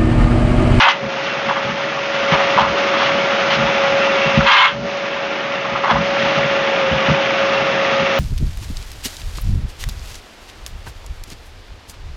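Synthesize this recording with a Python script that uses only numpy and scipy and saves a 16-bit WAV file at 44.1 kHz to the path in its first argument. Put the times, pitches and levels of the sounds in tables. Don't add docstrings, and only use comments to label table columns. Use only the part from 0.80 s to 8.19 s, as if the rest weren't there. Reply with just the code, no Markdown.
import sys
import numpy as np
from scipy import signal
from scipy.fft import rfft, irfft, next_fast_len
from scipy.io import wavfile
from scipy.ndimage import uniform_filter1d, minimum_filter1d

SR = 44100
rng = np.random.default_rng(int(sys.argv[2]) if len(sys.argv) > 2 else 0)


def master_out(mix):
    frames = np.transpose(np.atleast_2d(mix))
    ceiling = np.clip(frames, -1, 1)
    pcm = np.round(ceiling * 32767).astype(np.int16)
    wavfile.write(sys.argv[1], SR, pcm)


N = 325899

# t/s, f/Hz
SHAFT_HZ = [(0.0, 556.6), (0.2, 561.7), (0.8, 553.9), (0.9, 557.9), (1.8, 554.6), (1.9, 559.8),
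            (2.2, 553.5), (2.3, 557.8), (2.6, 554.4), (2.8, 556.1), (3.6, 550.8), (3.7, 554.4),
            (3.79, 563.5), (3.99, 568.1), (4.39, 554.3), (4.69, 556.8), (4.89, 554.0), (5.29, 559.7),
            (5.39, 555.0), (5.59, 556.7), (5.89, 551.9), (7.39, 548.9)]
# t/s, drop/Hz, length/s
MOTOR_SAGS = [(.2, 14.5, .2), (6.0, 13.5, .22)]
# t/s, level/dB
MOTOR_DB = [(0, -20), (1.5, -18), (2.4, -18.5), (2.9, -18), (3.1, -13), (3.6, -17.5), (4.8, -19),
            (7.39, -16)]
# multiple of shaft rate, level/dB
MOTOR_ORDERS = [(1, 3), (2, -27), (5, -28.5), (7, -30.5)]
# t/s, level/dB, length/s
WHISTLE_SWELLS = [(.42, -29.5, .1), (3.15, -28.5, 0.37), (5.55, -39, 0.25), (6.45, -37.5, .5),
                  (7.0, -37, 0.32)]
# t/s, level/dB
STREAM_DB = [(0, -21), (.45, -17), (.75, -18), (1.2, -17.5), (1.6, -18), (2.1, -18), (2.55, -18),
             (3.4, -18), (4.3, -19), (5.2, -19), (5.5, -19.5), (7.39, -18.5)]
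# f/Hz, density/dB
ROAR_SPECTRUM = [(40, -32.5), (60, -23), (105, -12.5), (150, -19), (230, -2.5), (278, -4.5), (320, 1.5),
                 (350, -5), (385, 2), (460, -1), (620, 3), (850, -3.5), (1200, -20), (3000, -37)]
# f/Hz, density/dB
RUSH_SPECTRUM = [(300, -27), (550, -3.5), (750, -0.5), (1000, -1.5), (1200, 5.5), (1550, 1), (2100, 3),
                 (2500, 1), (2750, 0.5), (3000, -2), (3550, -4), (4000, -15.5), (4700, -27.5),
                 (7000, -44.5)]
# f/Hz, density/dB
HISS_SPECTRUM = [(2000, -10.5), (3500, 3), (4300, 5.5), (4650, 2), (5000, 4.5), (5600, 1), (6000, -0.5),
                 (6600, -5.5), (7000, -14.5), (7400, -27.5)]
# f/Hz, width/Hz, level/dB
DUCT_RESONANCES = [(862, 58, -15), (982, 25, -19.5), (1126, 28, -20), (1161, 48, -23.5), (1386, 37, -17),
                   (1642, 9.4, -22), (3813, 44, -26.5)]
# f/Hz, width/Hz, level/dB
HOSE_RESONANCES = [(61.5, 20, -10), (139.4, 26, 3), (187.4, 15, 4.5), (221, 22, 5)]
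# t/s, level/dB, length/s, boom re level/dB
WATER_SLUGS = [(.225, -19, 0.045, -5), (.655, -19.5, 0.035, -12), (0.846, -15, 0.018, -10),
               (0.893, -18, 0.028, -7), (1.518, -10, 0.0078, 5), (1.757, -21, 0.031, -6),
               (1.805, -14, 0.027, 1), (1.86, -23.5, 0.056, 8), (2.332, -22, 0.013, 2),
               (2.76, -18.5, 0.05, -7), (2.811, -21, .05, 3), (3.451, -18.5, .03, -5),
               (3.538, -24, 0.039, -2), (3.572, -4.5, 0.016, 5), (3.612, -22, .04, 6),
               (3.92, -19.5, 0.14, -1), (4.916, -19.5, 0.015, 4), (5.111, -14.5, 0.04, 6),
               (5.15, -17, .022, 4), (5.183, -11.5, 0.032, -9), (5.429, -20, 0.031, -8),
               (5.572, -17.5, 0.016, -6), (5.64, -18, 0.011, -4), (6.11, -14, 0.015, 11),
               (6.156, -24, 0.022, -4), (6.283, -6, 0.012, -13), (6.298, -5.5, 0.013, -7),
               (7.199, -20, 0.03, -8)]
# t/s, f/Hz, level/dB
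BIG_BUBBLES = [(.069, 706, 2.5), (.084, 1200, 8.5), (0.709, 890, -6.5), (1.777, 964, 3), (1.787, 923, 6),
               (1.832, 1334, -11), (3.608, 1344, -5), (4.959, 1180, -3), (5.095, 890, -2), (5.157, 880, -3),
               (6.38, 826, -12)]
# t/s, level/dB, length/s
SPRAY_BURSTS = [(-.01, -9, 0.045), (.085, -10, 0.033), (1.511, -20, 0.037), (1.77, -17, 0.049),
                (2.17, -22.5, 0.1), (2.7, -19, 0.058), (3.572, -19, 0.0079), (3.715, -5, 0.026),
                (5.105, -19, 0.016), (5.38, -26, 0.21), (6.26, -25.5, 0.054)]
# f/Hz, density/dB
SPRAY_SPECTRUM = [(700, -26.5), (1500, -4.5), (2900, 3.5), (3700, -3), (4400, -8.5), (6000, -14.5),
                  (7200, -32.5)]
# f/Hz, width/Hz, slurp level/dB, sip level/dB
NOZZLE_RESONANCES = [(670, 380, -33, -3), (863, 80, -5.5, 3), (985, 82, 8.5, 0), (1110, 250, 4.5, 3.5),
                     (1450, 250, 1, -4.5), (1687, 120, 2.5, -7.5), (2054, 240, -3.5, -10),
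                     (2170, 65, 5.5, -20), (2684, 210, -2, -17), (3190, 400, -3, -14.5),
                     (4180, 220, -16, -22), (5360, 330, -46, -39)]
# t/s, level/dB, length/s
NOZZLE_SIPS = [(.682, -11, 0.013), (.703, -12, 0.0097), (.755, -14.5, 0.023), (1.518, -12, 0.026),
               (1.535, -18.5, .012), (1.585, -18, 0.029), (1.774, -2.5, 0.01), (1.80, -6.5, .015),
               (1.826, -13, .034), (2.13, -18, 0.02), (2.195, -15.5, 0.033), (2.281, -18, 0.011),
               (2.707, -18, 0.021), (2.874, -16, 0.0065), (3.0, -26, 0.11), (3.6, -20, 0.0096),
               (4.843, -14, 0.0092), (4.948, -15, 0.015), (5.03, -8.5, 0.022), (5.068, -10, 0.014),
               (5.095, -1, 0.0063), (5.155, -11.5, 0.01), (6.27, -16.5, 0.019)]
# t/s, level/dB, length/s, nozzle tuning factor
NOZZLE_SLURPS = [(-.2, 3.5, 0.29, 0.941), (3.656, 7.5, 0.2, 0.99)]

TIME_S = np.arange(N) / SR


def from_db(db):
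    return 10 ** (np.asarray(db) / 20)


def unit_rms(x):
    return x / np.sqrt(np.mean(x ** 2) + 1e-20)


def curve(rows):
    return np.interp(TIME_S, *np.transpose(rows))


def drift(corner_hz, hop=40, settle=2000):
    r = np.exp(-2 * np.pi * corner_hz * hop / SR)
    slow = signal.lfilter([1], [1, -2 * r, r * r], rng.standard_normal(N // hop + settle + 2))[settle:]
    return np.interp(np.arange(N) / hop, np.arange(len(slow)), unit_rms(slow))


def turbulence(spectrum):
    hz, db = np.transpose(spectrum)
    size = next_fast_len(N)
    bins_hz = np.maximum(np.fft.rfftfreq(size, 1 / SR), 1)
    shape = from_db(np.interp(np.log(bins_hz), np.log(hz), db))
    return unit_rms(irfft(rfft(rng.standard_normal(size)) * shape, size)[:N])


def resonate(x, hz, width_hz):
    r = np.exp(-np.pi * width_hz / (SR * np.sqrt(np.sqrt(2) - 1)))
    section = [(1 - r * r) / 2, 0, (r * r - 1) / 2, 1, -2 * r * np.cos(2 * np.pi * hz / SR), r * r]
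    return signal.sosfilt([section, section], x)


def running_power(x, span_s):
    return np.abs(uniform_filter1d(x * x, int(span_s * SR) + 1)) + 1e-12


def steady(x, span_s):
    return x / np.sqrt(running_power(x, span_s))


def bursts(events, rise_s, fall_s):
    t, power = np.arange(SR) / SR, np.zeros(N + 2 * SR)
    for start_s, db, length_s in events:
        at = SR + round(start_s * SR)
        decay = np.exp(-np.maximum(t - length_s, 0) / fall_s)
        power[at:at + len(t)] += (from_db(db) * (1 - np.exp(-t / rise_s)) * decay) ** 2
    return np.sqrt(power[SR:SR + N])


def garage(x, wet_db, t60_s, count=70):
    delays_s = rng.uniform(0.00301, 0.11, count)
    echoes = np.zeros(int(delays_s.max() * SR) + 1)
    echoes[(delays_s * SR).astype(int)] = rng.choice([-1, 1], count) * from_db(-60 * delays_s / t60_s)
    return unit_rms(x + from_db(wet_db) * signal.fftconvolve(x, echoes / np.linalg.norm(echoes))[:N])


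def tearing(per_s, puff_s, spread_db, floor, count=3000):
    at = (np.cumsum(rng.gamma(4, 1 / 4, count)) / per_s * SR).astype(int)
    sizes = from_db(spread_db * rng.standard_normal(count))
    pops = np.zeros(N)
    pops[at[at < N]] = sizes[at < N]
    return floor + signal.lfilter([1], [1, -np.exp(-1 / (puff_s * SR))], pops)


def choke_hz(free_hz=555.7):
    return np.maximum(curve(SHAFT_HZ) - free_hz, 0)


def draught_db(loss_db_per_hz=0.34, plug_db=3, lag_s=0.15, half_length_s=0.055):
    plugged = sum(np.exp(-((TIME_S - start_s - length_s - lag_s) / half_length_s) ** 4)
                  for start_s, _, length_s, _ in NOZZLE_SLURPS)
    return curve(STREAM_DB) - loss_db_per_hz * choke_hz() - plug_db * plugged


def seal_gain(loss_db, edge_s=0.015):
    sealed = sum(np.tanh((TIME_S - start_s) / edge_s) - np.tanh((TIME_S - start_s - length_s) / edge_s)
                 for start_s, _, length_s, _ in NOZZLE_SLURPS) / 2
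    return from_db(-loss_db * sealed)


def tank_roar(gain_db):
    return from_db(gain_db) * turbulence(ROAR_SPECTRUM)


def rib_whistle(hz, width_hz, swell_db, idle_db, loss_db_per_hz=1):
    idle = from_db(idle_db - loss_db_per_hz * choke_hz())
    swells = from_db(swell_db) * bursts(WHISTLE_SWELLS, rise_s=0.06, fall_s=0.045)
    return (idle + swells) * unit_rms(resonate(rng.standard_normal(N), hz, width_hz))


def motor(gain_db, flutter_db, wobble_hz, inertia_s=0.025):
    drops_hz = sum(hz * ((TIME_S > start_s) & (TIME_S < start_s + length_s))
                   for start_s, hz, length_s in MOTOR_SAGS)
    pole = np.exp(-1 / (inertia_s * SR))
    sag_hz = signal.lfilter([1 - pole], [1, -pole], drops_hz + 1e-18)
    angle = 2 * np.pi * np.cumsum(curve(SHAFT_HZ) - sag_hz + wobble_hz * drift(17)) / SR
    note_db = gain_db + curve(MOTOR_DB)
    return sum(from_db(note_db + db + flutter_db * drift(16)) * np.sin(order * angle)
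               for order, db in MOTOR_ORDERS)


def air(rush_db, duct_db, hiss_db, flutter_db, spatter_db, wet_db_per_hz=0.46, hiss_db_per_db=0.77):
    flow = from_db(draught_db() + flutter_db * drift(29))
    rush = from_db(rush_db) * garage(turbulence(RUSH_SPECTRUM), wet_db=-7.5, t60_s=0.5)
    eddies = rng.standard_normal(N)
    duct = sum(from_db(duct_db + db + 0.97 * drift(0.89)) * unit_rms(resonate(eddies, hz, width_hz))
               for hz, width_hz, db in DUCT_RESONANCES)
    stream_db = curve(STREAM_DB)
    lift_db = hiss_db_per_db * (stream_db - stream_db.mean()) + wet_db_per_hz * choke_hz()
    hiss = from_db(hiss_db + lift_db - spatter_db * drift(150)) * turbulence(HISS_SPECTRUM)
    return flow * (rush + duct + hiss)


def hose(gurgle_db, surge_db, churn_db, boom_db):
    tumble = tearing(per_s=45, puff_s=0.0058, spread_db=4.5, floor=0.42)
    modes = [from_db(db) * resonate(tumble * rng.standard_normal(N), hz, width_hz)
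             for hz, width_hz, db in HOSE_RESONANCES]
    gurgle = from_db(gurgle_db + surge_db * drift(1.5)) * steady(sum(modes), span_s=0.099)
    churns = [row[:3] for row in WATER_SLUGS]
    churn = bursts(churns, rise_s=0.012, fall_s=0.01) * steady(sum(modes[1:]), span_s=0.014)
    booms = [(start_s, db + extra_db, length_s) for start_s, db, length_s, extra_db in WATER_SLUGS]
    boom = bursts(booms, rise_s=0.011, fall_s=0.01) * steady(modes[0], span_s=0.03)
    return gurgle + from_db(churn_db) * churn + from_db(boom_db) * boom


def knocks(gain_db, hz, width_hz, lowpass_hz, echo_db=-5, round_trip_s=0.0129):
    pulses = np.zeros(N)
    for start_s, db, *_ in WATER_SLUGS:
        for trip in range(5):
            pulses[int((start_s + trip * round_trip_s) * SR)] += from_db(db + trip * echo_db)
    dull = signal.sosfilt(signal.butter(4, lowpass_hz, fs=SR, output="sos"), pulses)
    return from_db(gain_db) * resonate(dull, hz, width_hz) * SR / width_hz


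def droplets(gain_db, per_s, spread_db, q, pitches=18):
    hits = rng.random(N) < per_s / SR
    pops = hits * from_db(spread_db * np.minimum(rng.exponential(1, N), 3)) * rng.choice([-1, 1], N)
    pitch_index = rng.integers(0, pitches, N)
    rings = sum(resonate(pops * (pitch_index == k) + 1e-18, hz, hz / q) / hz ** 0.47
                for k, hz in enumerate(np.geomspace(750, 3000, pitches)))
    return from_db(gain_db + draught_db()) * unit_rms(rings)


def bubbles(gain_db, ring_s, glide_per_s):
    t, out = np.arange(SR // 10) / SR, np.zeros(N)
    swell = t / ring_s * np.exp(1 - t / ring_s)
    for start_s, hz, db in BIG_BUBBLES:
        at = int(start_s * SR)
        phase = 2 * np.pi * hz * (t + glide_per_s * t * t / 2)
        out[at:at + len(t)] += from_db(gain_db + db) * swell * np.sin(phase)
    return out


def splashes(gain_db):
    envelope = bursts(SPRAY_BURSTS, rise_s=0.0013, fall_s=0.0096)
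    return from_db(gain_db + 2 * drift(200)) * envelope * turbulence(SPRAY_SPECTRUM)


def sips(gain_db):
    puffs = tearing(per_s=180, puff_s=0.0015, spread_db=0, floor=0.54)
    rings = sum(from_db(db) * resonate(puffs * rng.standard_normal(N), hz, width_hz)
                for hz, width_hz, _, db in NOZZLE_RESONANCES)
    envelope = bursts(NOZZLE_SIPS, rise_s=0.0055, fall_s=0.019)
    return from_db(gain_db) * envelope * steady(rings, span_s=0.021)


def slurps(gain_db, spit_db, spit_band_hz=(850, 3200)):
    puffs = tearing(per_s=190, puff_s=0.00062, spread_db=0, floor=0.37)
    gusts = puffs * rng.standard_normal((len(NOZZLE_RESONANCES), N))
    bandpass = signal.butter(3, spit_band_hz, "band", fs=SR, output="sos")
    spit = from_db(spit_db) * unit_rms(signal.sosfilt(bandpass, puffs * rng.standard_normal(N)))
    out = np.zeros(N)
    for start_s, db, length_s, tuning in NOZZLE_SLURPS:
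        rings = sum(from_db(mode_db + 2 * drift(23)) * resonate(gust, hz * tuning, width_hz)
                    for gust, (hz, width_hz, mode_db, _) in zip(gusts, NOZZLE_RESONANCES))
        spray = steady(garage(rings, wet_db=-3, t60_s=0.19) + spit, span_s=0.005)
        out += bursts([(start_s, db, length_s)], rise_s=0.038, fall_s=0.03) * spray
    return from_db(gain_db) * out


def excess_db(x, span_s, above_db):
    return np.maximum(10 * np.log10(running_power(x, span_s)) - above_db, 0)


def release(cut_db, db_per_s):
    ramp_db = db_per_s * TIME_S
    return np.maximum.accumulate(cut_db + ramp_db) - ramp_db


def gain_control(x, max_duck_db=4.5, hold_s=1.197):
    limit_db = release(excess_db(x, span_s=0.033, above_db=-9.5), db_per_s=27.5)
    duck_db = np.minimum(excess_db(x, span_s=0.075, above_db=-6.5), max_duck_db)
    half = int(hold_s * SR / 2)
    held_db = -minimum_filter1d(-duck_db, 2 * half + 1, origin=half, mode="nearest")
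    return x * from_db(-np.maximum(limit_db, release(held_db, db_per_s=18.5)))


def scene():
    machine = motor(gain_db=-3.5, flutter_db=1.1, wobble_hz=0.9)
    machine += rib_whistle(hz=2722, width_hz=42, swell_db=-2, idle_db=-41.5)
    machine += air(rush_db=-1.5, duct_db=-0.5, hiss_db=-15.5, flutter_db=0.6, spatter_db=0.1)
    lows = hose(gurgle_db=-33.5, surge_db=0.9, churn_db=-6, boom_db=-16.5) + tank_roar(gain_db=-25.5)
    lows += knocks(gain_db=-7.5, hz=158, width_hz=106, lowpass_hz=238)
    nozzle = slurps(gain_db=-6, spit_db=-9) + sips(gain_db=-1) + splashes(gain_db=-1.5)
    nozzle += bubbles(gain_db=-2.5, ring_s=0.0016, glide_per_s=4.8)
    nozzle += droplets(gain_db=-11, per_s=110, spread_db=2.5, q=14)
    return (machine + seal_gain(loss_db=4.5) * lows + nozzle)[None]


def record(dry, highpass_hz=47, ceiling=0.92, stopband_hz=7700):
    highpass = signal.butter(6, highpass_hz, "high", fs=SR, output="sos")
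    levelled = gain_control(signal.sosfilt(highpass, dry[0]))
    rounded = ceiling * levelled / (ceiling ** 6 + levelled ** 6) ** (1 / 6)
    return signal.sosfilt(signal.cheby2(20, 70, stopband_hz, fs=SR, output="sos"), rounded)[None]


dry = scene()
out = record(dry)
master_out(out)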